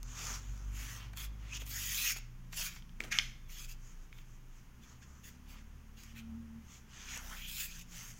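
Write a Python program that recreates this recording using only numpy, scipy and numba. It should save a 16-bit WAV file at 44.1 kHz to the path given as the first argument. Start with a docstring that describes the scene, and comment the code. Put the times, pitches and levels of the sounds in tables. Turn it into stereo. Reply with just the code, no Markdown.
"""Hands level potting compost in a plastic pot, close to a phone's two microphones in a small room.
Fingers brush soil along the wall and a sleeve swishes: noise of tiny slips, filtered and shaped by strokes.
A gritty scrape ends in a snap of the plastic, a sum of damped modes; soft pats and crumb ticks are noise bursts.
Behind, harmonics make a low hum, like an engine outside, that rises and falls and briefly booms in the room.
Quiet room air, a wavering drone and a faint hiss lie beneath."""
import sys
import numpy as np
from scipy import signal
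from scipy.fft import rfft, irfft, next_fast_len
from scipy.io import wavfile
from scipy.ndimage import uniform_filter1d
from numba import njit

SR = 44100
rng = np.random.default_rng(int(sys.argv[2]) if len(sys.argv) > 2 else 0)


def unload_wav(signal):
    """Save mono or channel-first audio to the path in sys.argv[1] as 16-bit WAV at rate SR, clipped to [-1, 1]."""
    wavfile.write(
        sys.argv[1],
        SR,
        np.round(np.clip(np.atleast_2d(signal).T, -1, 1) * 32767).astype(np.int16),
    )


N = 361179
T = np.arange(N) / SR  # time [s]


def amp(db):
    """Decibels to gain."""
    return 10 ** (np.asarray(db) / 20)


def curve(rows):
    """The columns of a table after its time column, joined by straight lines in time."""
    s, *columns = np.transpose(rows)
    return [np.interp(T, s, c) for c in columns]


def colour(x, points, share=1):
    """Filter by (frequency [Hz], level [dB]) points on a log-frequency axis, their decibels times share."""
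    size = next_fast_len(N, real=True)
    hz, db = np.transpose(points)
    f = np.maximum(np.fft.rfftfreq(size, 1 / SR), 1)
    gain = amp(share * np.interp(np.log(f), np.log(hz), db))
    return irfft(rfft(x, size) * gain, size)[..., :N]


def band(x, lo_hz, hi_hz, order=3):
    """Band-pass."""
    edges = [lo_hz, min(hi_hz, SR / 2 - 1)]
    return signal.sosfilt(signal.butter(order, edges, "band", fs=SR, output="sos"), x)


def unit(x, lo_hz=20, hi_hz=16000):
    """Scale a stereo pair so that its middle has rms 1 in a band."""
    return x / band(x.mean(axis=0), lo_hz, hi_hz).std()


def walk(rate):
    """A smooth random wander with spread near 1, from about rate random points a second."""
    y = signal.resample(rng.standard_normal(int(rate * N / SR) + 2), 4096)
    return np.interp(T, np.linspace(0, T[-1], len(y)), y)


def ports(pair):
    """Each microphone port gives the sound its own colour."""
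    # shape of the left-right difference, shared out below: (frequency [Hz], left minus right [dB])
    port_points = [(150, 12), (500, -4.5), (1000, -4), (2300, -8.5), (3800, -2.5), (5000, -7.5),
                   (6500, -20), (8000, -7.5), (10000, -2.5), (15000, 4.5)]
    return np.array([colour(pair[0], port_points, 0.58), colour(pair[1], port_points, -0.54)])


def add(out, pair, s, db):
    """Place a short stereo sound at a time, its middle peaking at the given level."""
    i = int(s * SR)
    scaled = amp(db) * pair / np.abs(pair.mean(axis=0)).max()
    out[:, i:i + pair.shape[1]] += scaled[:, :N - i]


def stroke(start_s, length_s, swell_db, attack_s, release_s):
    """Gain of one touch: it sets in, swells or eases while the hand travels, and dies away."""
    age = T - start_s
    onset = .5 + .5 * np.tanh(age / (2 * attack_s))
    travel = amp(swell_db * (np.clip(age / length_s, 0, 1) - .5))
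    return onset * travel * np.exp(-np.clip((age - length_s) / release_s, 0, 20))


def strokes(rows, attack_s, release_s):
    """Gains of all touches in a table: the main layer, then the layers set relative to it."""
    power = np.zeros((len(rows[0]) - 3, N))
    for s, length_s, db, swell_db, *relative_db in rows:
        first = max(int((s - 10 * attack_s) * SR), 0)
        near = slice(first, int((s + length_s + 10 * release_s) * SR))
        gain = stroke(s, length_s, swell_db, attack_s, release_s)[near]
        layers = amp(db + np.array([0, *relative_db]))
        power[:, near] += np.outer(layers, gain) ** 2
    return np.sqrt(power)


def contact(tables, fade_s=.006):
    """1 during each stroke, 0 between strokes, with quick fades."""
    touching = np.any([(T >= rows[0][0]) & (T <= rows[-1][0]) for rows in tables], axis=0)
    return uniform_filter1d(1. * touching, int(fade_s * SR) + 1)


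def gestures(tables):
    """The controls of several strokes in turn; the first becomes a gain, silent between strokes."""
    db, *others = curve([row for rows in tables for row in rows])
    return [amp(db) * contact(tables)] + others


def friction(points, per_s, spread_db, judder_db, patchy_db, apart, lag_s=.0002):
    """Countless tiny slips of unequal size; the contact judders and its colour shifts as it travels."""
    slips = (rng.random((3, N)) < per_s / SR) * rng.standard_normal((3, N))
    slips *= amp(spread_db * np.minimum(rng.exponential(size=(3, N)), 5))
    # the lag between the ports wanders with the hand; scattered sound differs at each
    lag = np.round(lag_s * SR * walk(6)).astype(int)
    left = slips[0, (np.arange(N) + lag) % N]
    pair = np.array([left, slips[0]]) + apart * slips[1:]
    # random patches in frequency and time, alike at both ports
    z = signal.stft(pair, nperseg=512)[2]
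    patches = uniform_filter1d(rng.standard_normal(z.shape[1:]), size=5, axis=0)
    patches = uniform_filter1d(patches, size=12, axis=1)
    pair = signal.istft(z * amp(patchy_db * patches / patches.std()))[1][:, :N]
    return ports(colour(pair, points)) * amp(judder_db * walk(70))


@njit
def resonate(x, hz, damping):
    """State-variable band-pass with a moving centre; damping is width over centre."""
    y, b, low = np.empty(len(x)), 0., 0.
    for i in range(len(x)):
        g = np.tan(np.pi * hz[i] / SR)
        v = (b + g * (x[i] - low)) / (1 + g * (g + damping))
        b, low, y[i] = 2 * v - b, low + 2 * g * v, damping * v
    return y


def background():
    """Quiet room air and a drone, alike at both ports in the bass, over a faint even hiss."""
    # still air of the room: (frequency [Hz], level [dB])
    air_points = [(25, -1.5), (50, -6.5), (80, -12), (160, -10), (270, -18.5), (380, -25), (650, -34.5),
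                  (950, -29.5), (1500, -30.5), (3100, -35), (4000, -45), (6600, -36), (8000, -50.5),
                  (15000, -44.5)]
    # a wavering drone of the house: (time [s], level [dB])
    drone_levels = [(0, -52), (1.2, -58), (3.4, -59.5), (4.6, -64.5), (7.7, -67), (8.19, -55)]
    drone_hz, drone_width_hz = 121.8, 7.3
    air_db, hiss_db = -73, -75.5
    shared, *own = rng.standard_normal((3, N))
    air = colour(shared + 2.1 * band(np.array(own), 450, 18000, order=1), air_points)
    balance = amp(np.array([[-1.5], [1.5]]))  # the right port is louder
    air = amp(air_db + 0.22 * walk(10)) * unit(air, 504, 1560) * balance
    # narrow noise wavers by itself
    drone = band(rng.standard_normal(N), drone_hz - drone_width_hz / 2, drone_hz + drone_width_hz / 2, order=2)
    drone = amp(curve(drone_levels)[0]) * drone / drone.std()
    return air + drone + amp(hiss_db) * rng.standard_normal((2, N))


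def engine(waver_db=2, rumble_db=-12, wall_cutoff_hz=263):
    """Mostly the lowest harmonics pass the walls; an overtone booms as it crosses a room resonance."""
    # the engine: (time [s], firing rate [Hz], fundamental level [dB], overtone level [dB])
    running = [(0, 39.5, -42.5, -61.5), (.15, 42.2, -50.5, -61), (.42, 47.54, -42, -56.5),
               (.6, 48.73, -40.5, -54.5), (1, 50.34, -52.5, -57), (1.3, 51.83, -45, -56.5),
               (1.85, 48.3, -46, -56), (2.12, 38, -51, -68.5), (2.3, 29.9, -51, -63),
               (2.55, 29.5, -50.5, -61.5), (3.6, 27.5, -49, -61.5), (4.55, 26.59, -52, -67),
               (4.84, 33.2, -71, -62), (5.68, 36.34, -52.5, -58), (6.04, 37.07, -56, -62),
               (6.3, 37.9, -60, -52.5), (6.58, 37.9, -64, -57), (6.85, 32.2, -65.5, -64.5),
               (7.2, 31.05, -51, -56), (8.19, 28.34, -57.5, -64)]
    # overtones of the firing, ahead of walls and boom: (multiple, level re overtone level [dB])
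    harmonics = [(2, 0.5), (3, -12.5), (4, -15.5), (5, -22), (6, -13.5), (7, -18), (8, -21.5)]
    # low resonances of the room: (frequency [Hz], width [Hz], boost [dB])
    boom_modes = [(174.7, 8.5, 11), (227.2, 5.7, 18), (247.6, 9, 10.5)]
    # noise that swells with the firing rate and overtone level: (frequency [Hz], level [dB])
    rumble_points = [(90, -33.5), (140, -24), (240, 5.5), (330, -4), (600, -5.5), (1400, -4), (3000, -27),
                     (8000, -74)]
    hz, first_db, overtone_db = curve(running)
    phase = 2 * np.pi * np.cumsum(hz * (1 + 0.0064 * walk(29))) / SR
    hum = amp(first_db + waver_db * walk(14)) * np.sin(phase)
    for k, db in harmonics:
        boom = 1 + sum(amp(peak_db) / (1 + (2 * (k * hz - f) / width) ** 2) for f, width, peak_db in boom_modes)
        walls = 1 / np.hypot(1, (k * hz / wall_cutoff_hz) ** 8)
        level = amp(overtone_db + db + 1.7 * walk(13))
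        hum = hum + level * boom * walls * np.sin(k * phase)
    rumble = colour(rng.standard_normal(N) + 0.41 * rng.standard_normal((2, N)), rumble_points)
    rumble_gain = amp(overtone_db + rumble_db) * (hz / hz.max()) ** 2
    return np.sqrt(2) * hum + rumble_gain * unit(rumble)  # sqrt(2): levels are rms


def room(x, gap_s=0.0041, rim_hz=2150, rim_db=-3, rim_t60_s=0.54):
    """The small room answers with a short, dull tail; the rim of the pot lingers a little longer."""
    t60_s, level_db, top_hz = 0.4, -12, 6060
    t = T[:int(.7 * SR)]
    noise = rng.standard_normal((2, 2, len(t)))
    walls = band(noise[0], 240, top_hz) * np.exp(-np.log(1000) * t / t60_s)
    rim = band(noise[1], rim_hz - 150, rim_hz + 150, order=2) * np.exp(-np.log(1000) * t / rim_t60_s)
    tail = (walls + amp(rim_db) * rim) * (t > gap_s)
    # fixed energy for each port's tail
    tail *= np.sqrt(2 * top_hz / SR / np.sum(tail ** 2, axis=1, keepdims=True))
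    return amp(level_db) * signal.fftconvolve(x, tail, axes=1)[:, :N]


def squeak():
    """A faint, thin, unsteady tone glides mostly down."""
    # (time [s], peak level [dB], frequency [Hz])
    glide = [(3.38, -76, 3650), (3.44, -77, 3550), (3.48, -71, 3400), (3.54, -77, 3000), (3.92, -77, 3100)]
    gain, hz = gestures([glide])
    return gain * np.sin(2 * np.pi * np.cumsum(hz * (1 + .012 * walk(300))) / SR)


def ticks(decay_s=0.0021):
    """A hard crumb ticks on the plastic with a short bright crack of decaying noise."""
    # (time [s], peak ahead of the port colour [dB])
    tick_rows = [(.03, -38.5), (.577, -53), (1.133, -49.5), (1.172, -36), (1.57, -40), (1.621, -49),
                 (1.665, -41), (2.185, -42), (2.527, -44), (6.035, -43.5), (7.175, -32.5)]
    out, t = np.zeros((2, N)), T[:SR // 50]
    cracks = rng.standard_normal((len(tick_rows), 2, len(t)))
    for (s, db), crack in zip(tick_rows, cracks):
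        add(out, band(crack * np.exp(-t / decay_s), 940, 15000, order=1), s, db)
    return ports(out)


def pats(decay_s=0.0043, reach=2.07):
    """A finger lands on the soil with a dull, quickly damped puff; reach is band edge over centre."""
    # (time [s], peak ahead of the port colour [dB], centre [Hz])
    pat_rows = [(1.135, -43, 1203), (1.62, -47, 550), (2.162, -44, 890), (2.531, -36, 1662),
                (2.764, -45, 1586), (3.004, -46, 420), (3.005, -52, 1250), (7.168, -38.5, 1050)]
    out, t = np.zeros((2, N)), T[:SR // 16]
    noises = rng.standard_normal((len(pat_rows), 3, len(t)))
    for (s, db, hz), (shared, *own) in zip(pat_rows, noises):
        puff = (shared + .5 * np.array(own)) * np.exp(-t / decay_s)
        add(out, band(puff, hz / reach, hz * reach, order=2), s, db)
    return ports(out)


def hollow(damping=.5):
    """The rub rings the gap under the sliding hand; its pitch moves during the stroke."""
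    # one table a stroke: (time [s], level [dB], resonance [Hz])
    gap_strokes = [
        [(1.45, -69, 2500), (1.555, -50, 2560), (1.58, -49, 2560)],
        [(1.7, -71, 1603), (1.76, -53, 1700), (1.82, -50.5, 2643), (1.96, -44, 2598), (2.07, -36, 2650),
         (2.13, -50, 2300)],
        [(7.18, -57, 1550), (7.235, -63, 616), (7.27, -66.5, 640), (7.33, -47, 1370), (7.36, -67, 1740),
         (7.42, -54, 2620), (7.48, -49.5, 3143), (7.53, -52, 3540), (7.615, -44, 3796), (7.67, -63, 3330)],
    ]
    gain, hz = gestures(gap_strokes)
    flat = [(500, 0), (4000, 0)]
    rub = friction(flat, per_s=6800, spread_db=-2.0, judder_db=1.5, patchy_db=4.5, apart=0.98)
    ring = np.array([resonate(resonate(side, hz, damping), hz, damping) for side in rub])
    # a higher resonance is wider and gathers more of the rub
    return gain * unit(ring / np.sqrt(hz))


def scrape():
    """Knuckles bite into grit on the wall and grind on, then it trickles off; crumbs settle just before."""
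    # grinding grit: (frequency [Hz], level [dB])
    grind_points = [(290, -59.5), (500, -19), (728, -7), (972, -13), (1730, 12), (1940, 6), (2180, 12.5),
                    (3370, 3), (4240, -2.5), (6270, 1), (7670, -11.5), (14900, -12), (15800, -32)]
    # crumbs settling: (time [s], length [s], level [dB], swell [dB])
    crumb_rows = [(3.004, 0.0025, -39, -16), (3.037, 0.047, -52, -13)]
    # colour of the crumbs: (frequency [Hz], level [dB])
    crumb_points = [(120, -29), (200, -4), (357, 3.5), (570, -8.5), (1850, -3.5), (2130, -4.5), (4390, -17),
                    (6650, -18), (10600, -22.5), (15000, -22)]
    start_s, bite_length_s, drag_length_s, trickle_s = 3.12, 0.0079, 0.064, 0.056
    bite_db, drag_db = -33.5, -39.5
    grind = friction(grind_points, per_s=12000, spread_db=1.5, judder_db=.6, patchy_db=1, apart=.6)
    settle = friction(crumb_points, per_s=5000, spread_db=2, judder_db=1.2, patchy_db=1.5, apart=.6)
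    bite = amp(bite_db) * stroke(start_s, bite_length_s, swell_db=-3, attack_s=0.0035, release_s=0.0038)
    drag = amp(drag_db) * stroke(start_s, drag_length_s, swell_db=-1.5, attack_s=0.004, release_s=trickle_s)
    crumb_gain = strokes(crumb_rows, attack_s=0.0011, release_s=0.033)
    return (bite + drag) * unit(grind) + crumb_gain * unit(settle)


def snaps(reach_octaves=0.28, lag_s=.00006):
    """The plastic flexes and snaps; the soil damps its modes within milliseconds."""
    # (time [s], peak ahead of the port colour [dB], where the contact drives the wall hardest [Hz])
    snap_rows = [(1.946, -26.5, 3150), (2.8236, -45.5, 3350), (2.894, -49, 3527), (3.005, -24, 2188),
                 (3.038, -34, 3752), (3.1273, -32, 2200), (3.187, -10, 3430), (3.188, -16, 5200),
                 (3.1943, -24, 2500), (3.198, -25.5, 2300), (3.496, -48, 2005), (4.128, -42, 2596),
                 (4.187, -44, 2900)]
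    # modes of the pot wall: (frequency [Hz], level [dB], t60 [s])
    wall_modes = [(1170, -17, 0.017), (1640, -1, 0.0127), (2270, 9, 0.0075), (3150, -12, 0.029),
                  (3330, 5, 0.0046), (4540, 7.5, 0.0041), (5130, 5, 0.0067), (6370, -3, 0.012)]
    out, t = np.zeros((2, N)), T[:SR // 20]
    hz, db, t60 = np.transpose(wall_modes)[:, :, None]
    age = np.maximum(t - np.array([lag_s, 0])[:, None, None], 0)  # the left port hears it later
    chances = rng.standard_normal((len(snap_rows), len(hz), 1))
    for (s, peak_db, centre_hz), chance in zip(snap_rows, chances):
        drive = amp(db) / (1 + (np.log2(hz / centre_hz) / reach_octaves) ** 4)
        detuned_hz = hz * (1 + 0.0068 * chance)
        ring = np.sin(2 * np.pi * detuned_hz * age) * np.exp(-np.log(1000) * age / t60)
        add(out, band((drive * ring).sum(axis=1), 1680, 12000, order=2), s, peak_db)
    return ports(out)


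def swishes():
    """Sleeve and palm slide softly over loose soil, which rustles lower when they press."""
    # (time [s], length [s], cloth hiss [dB], swell [dB],
    #  then re cloth: low rustle [dB], mid rustle [dB], fine hiss [dB])
    swish_rows = [(.06, 0.07, -57.5, 1, -3.5, -3.5, -18), (.175, .18, -45.5, -1.5, -4.5, -3.5, -14),
                  (.41, 0.35, -65.5, -5, -3.5, -2.5, -13), (.775, .2, -51, -6.5, -12.5, -2, -7.5),
                  (.98, 0.079, -62, -7, 1, 7, -12), (1.41, 0.089, -68, -4, 1.5, 5, -12),
                  (1.505, 0.027, -52.5, 6, -8.5, -4, -20), (3.83, 0.1, -64, -5, -8, -5, -15),
                  (3.98, .06, -71, 0, -8, -4, -16), (4.28, .08, -71, -4, -10, -17, -17),
                  (4.51, 0.076, -70, 2, -8, -1.5, -14), (4.87, 0.063, -65.5, -2.5, 2, -1, -16),
                  (5.04, 0.15, -70, -1, -1, -9, -19), (5.27, 0.048, -67, 6, -6, -4, -14),
                  (5.5, 0.099, -66.5, -7, 3, 4, -14), (6.04, 0.077, -66, -2, -7, 2, -9),
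                  (6.69, 0.082, -60, -3, -6.5, -2.5, -13), (6.93, 0.13, -58, -1, -6.5, 2, -16),
                  (7.07, 0.087, -48.5, 4, -11.5, -1, -13.5), (7.2, 0.15, -55.5, 2, -3, -3, -6),
                  (7.935, 0.18, -52.5, -7.5, -11, -4.5, -9), (8.15, 0.041, -60.5, 0, -14, -4.5, -10)]
    # (frequency [Hz], level [dB])
    swish_points = [(180, -37), (300, -14.5), (602, -21.5), (723, -17.5), (1060, -11.5), (1190, -8),
                    (1660, -6), (1860, -3.5), (3210, -5), (3920, -11.5), (6240, 3), (7010, 3),
                    (9140, -13.5), (14800, -13), (15800, -13.5)]
    gain, low_gain, mid_gain, hiss_gain = strokes(swish_rows, attack_s=0.025, release_s=0.031)
    rub = friction(swish_points, per_s=8000, spread_db=1.3, judder_db=0.16, patchy_db=1.97, apart=1.0)
    low = unit(band(rub, 356, 1413), 500, 3000)
    mid = unit(band(rub, 1360, 4010), 1640, 3800)
    cloth = unit(band(rub, 4360, 9600), 4500, 6550)
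    hiss = unit(band(rub, 9630, 17600), 10500, 15180)
    return gain * cloth + low_gain * low + mid_gain * mid + hiss_gain * hiss


def wipes():
    """Fingers sweep soil along the wall: pressure rings the plastic, fast light contact hisses."""
    # (time [s], length [s], gritty rub [dB], swell over the stroke [dB],
    #  fine hiss re rub [dB], wall ring re rub [dB])
    wipe_rows = [(1.17, 0.08, -50.5, -1.5, -6, 0), (1.545, 0.025, -46.5, -5, -16, -8),
                 (1.598, 0.02, -53, 1, -9, 1), (1.662, 0.064, -54, -4, -3, -4),
                 (1.705, .3, -43.5, 7, -5.5, -6), (2.01, 0.11, -37, 1.5, -8.5, -9),
                 (2.14, 0.03, -56, 14, -8, 2), (2.526, 0.016, -51, 6, -10, -0.5),
                 (2.565, 0.11, -41, -2.5, -7.5, -5), (2.69, 0.093, -57, -7, -10, -0.5),
                 (3.495, 0.08, -58, -2, -8, 0), (3.575, 0.075, -51.5, -2, -9, -4.5),
                 (3.685, 0.04, -55.5, -3, -8, -4), (4.13, 0.088, -70, 2, -7, 2),
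                 (4.82, 0.031, -68.5, 0, -10, -2), (5.02, 0.014, -59, 0, -19, -4.5),
                 (5.24, 0.051, -58.5, -2, -6, -3.5), (5.49, .05, -64.5, -7, -5, -4),
                 (5.975, 0.072, -61.5, -2, -11, -2), (6.158, .038, -59.5, 2, -8, 4),
                 (7.365, 0.17, -57.5, -7, -8, 1.5), (7.472, .11, -52.5, 3, -1, -3),
                 (7.585, .075, -44.5, -5, -3, -4.5), (7.67, 0.15, -55.5, -2.5, -9, -2.5)]
    # (frequency [Hz], level [dB])
    wipe_points = [(290, -48), (500, -3), (866, -18), (1350, -12.5), (2120, -11), (2450, -3), (3000, -4.5),
                   (3270, 1.5), (4060, -6.5), (6360, -3.5), (9120, -14.5), (10100, -5.5), (11200, -8),
                   (14700, -2), (15800, -8)]
    gain, hiss_gain, wall_gain = strokes(wipe_rows, attack_s=0.0064, release_s=0.013)
    rub = friction(wipe_points, per_s=9000, spread_db=-0.5, judder_db=0.66, patchy_db=3.1, apart=1.0)
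    wall = unit(band(rub, 1180, 2750, order=2), 1000, 4400)
    grit = unit(band(rub, 4550, 7360), 4000, 6660)
    hiss = unit(band(rub, 7000, 27000), 11600, 14100)
    return gain * grit + wall_gain * wall + hiss_gain * hiss


def scene():
    """The work at the pot, its echo in the room, the engine and the background."""
    work = wipes() + swishes() + hollow() + scrape() + squeak() + pats() + snaps() + ticks()
    return work + room(work) + engine() + background()


def record(dry):
    """The phone cuts the top with a steep low-pass."""
    top_hz = 15850
    return signal.sosfilt(signal.ellip(10, .2, 70, top_hz, fs=SR, output="sos"), dry)


dry = scene()
out = record(dry)
unload_wav(out)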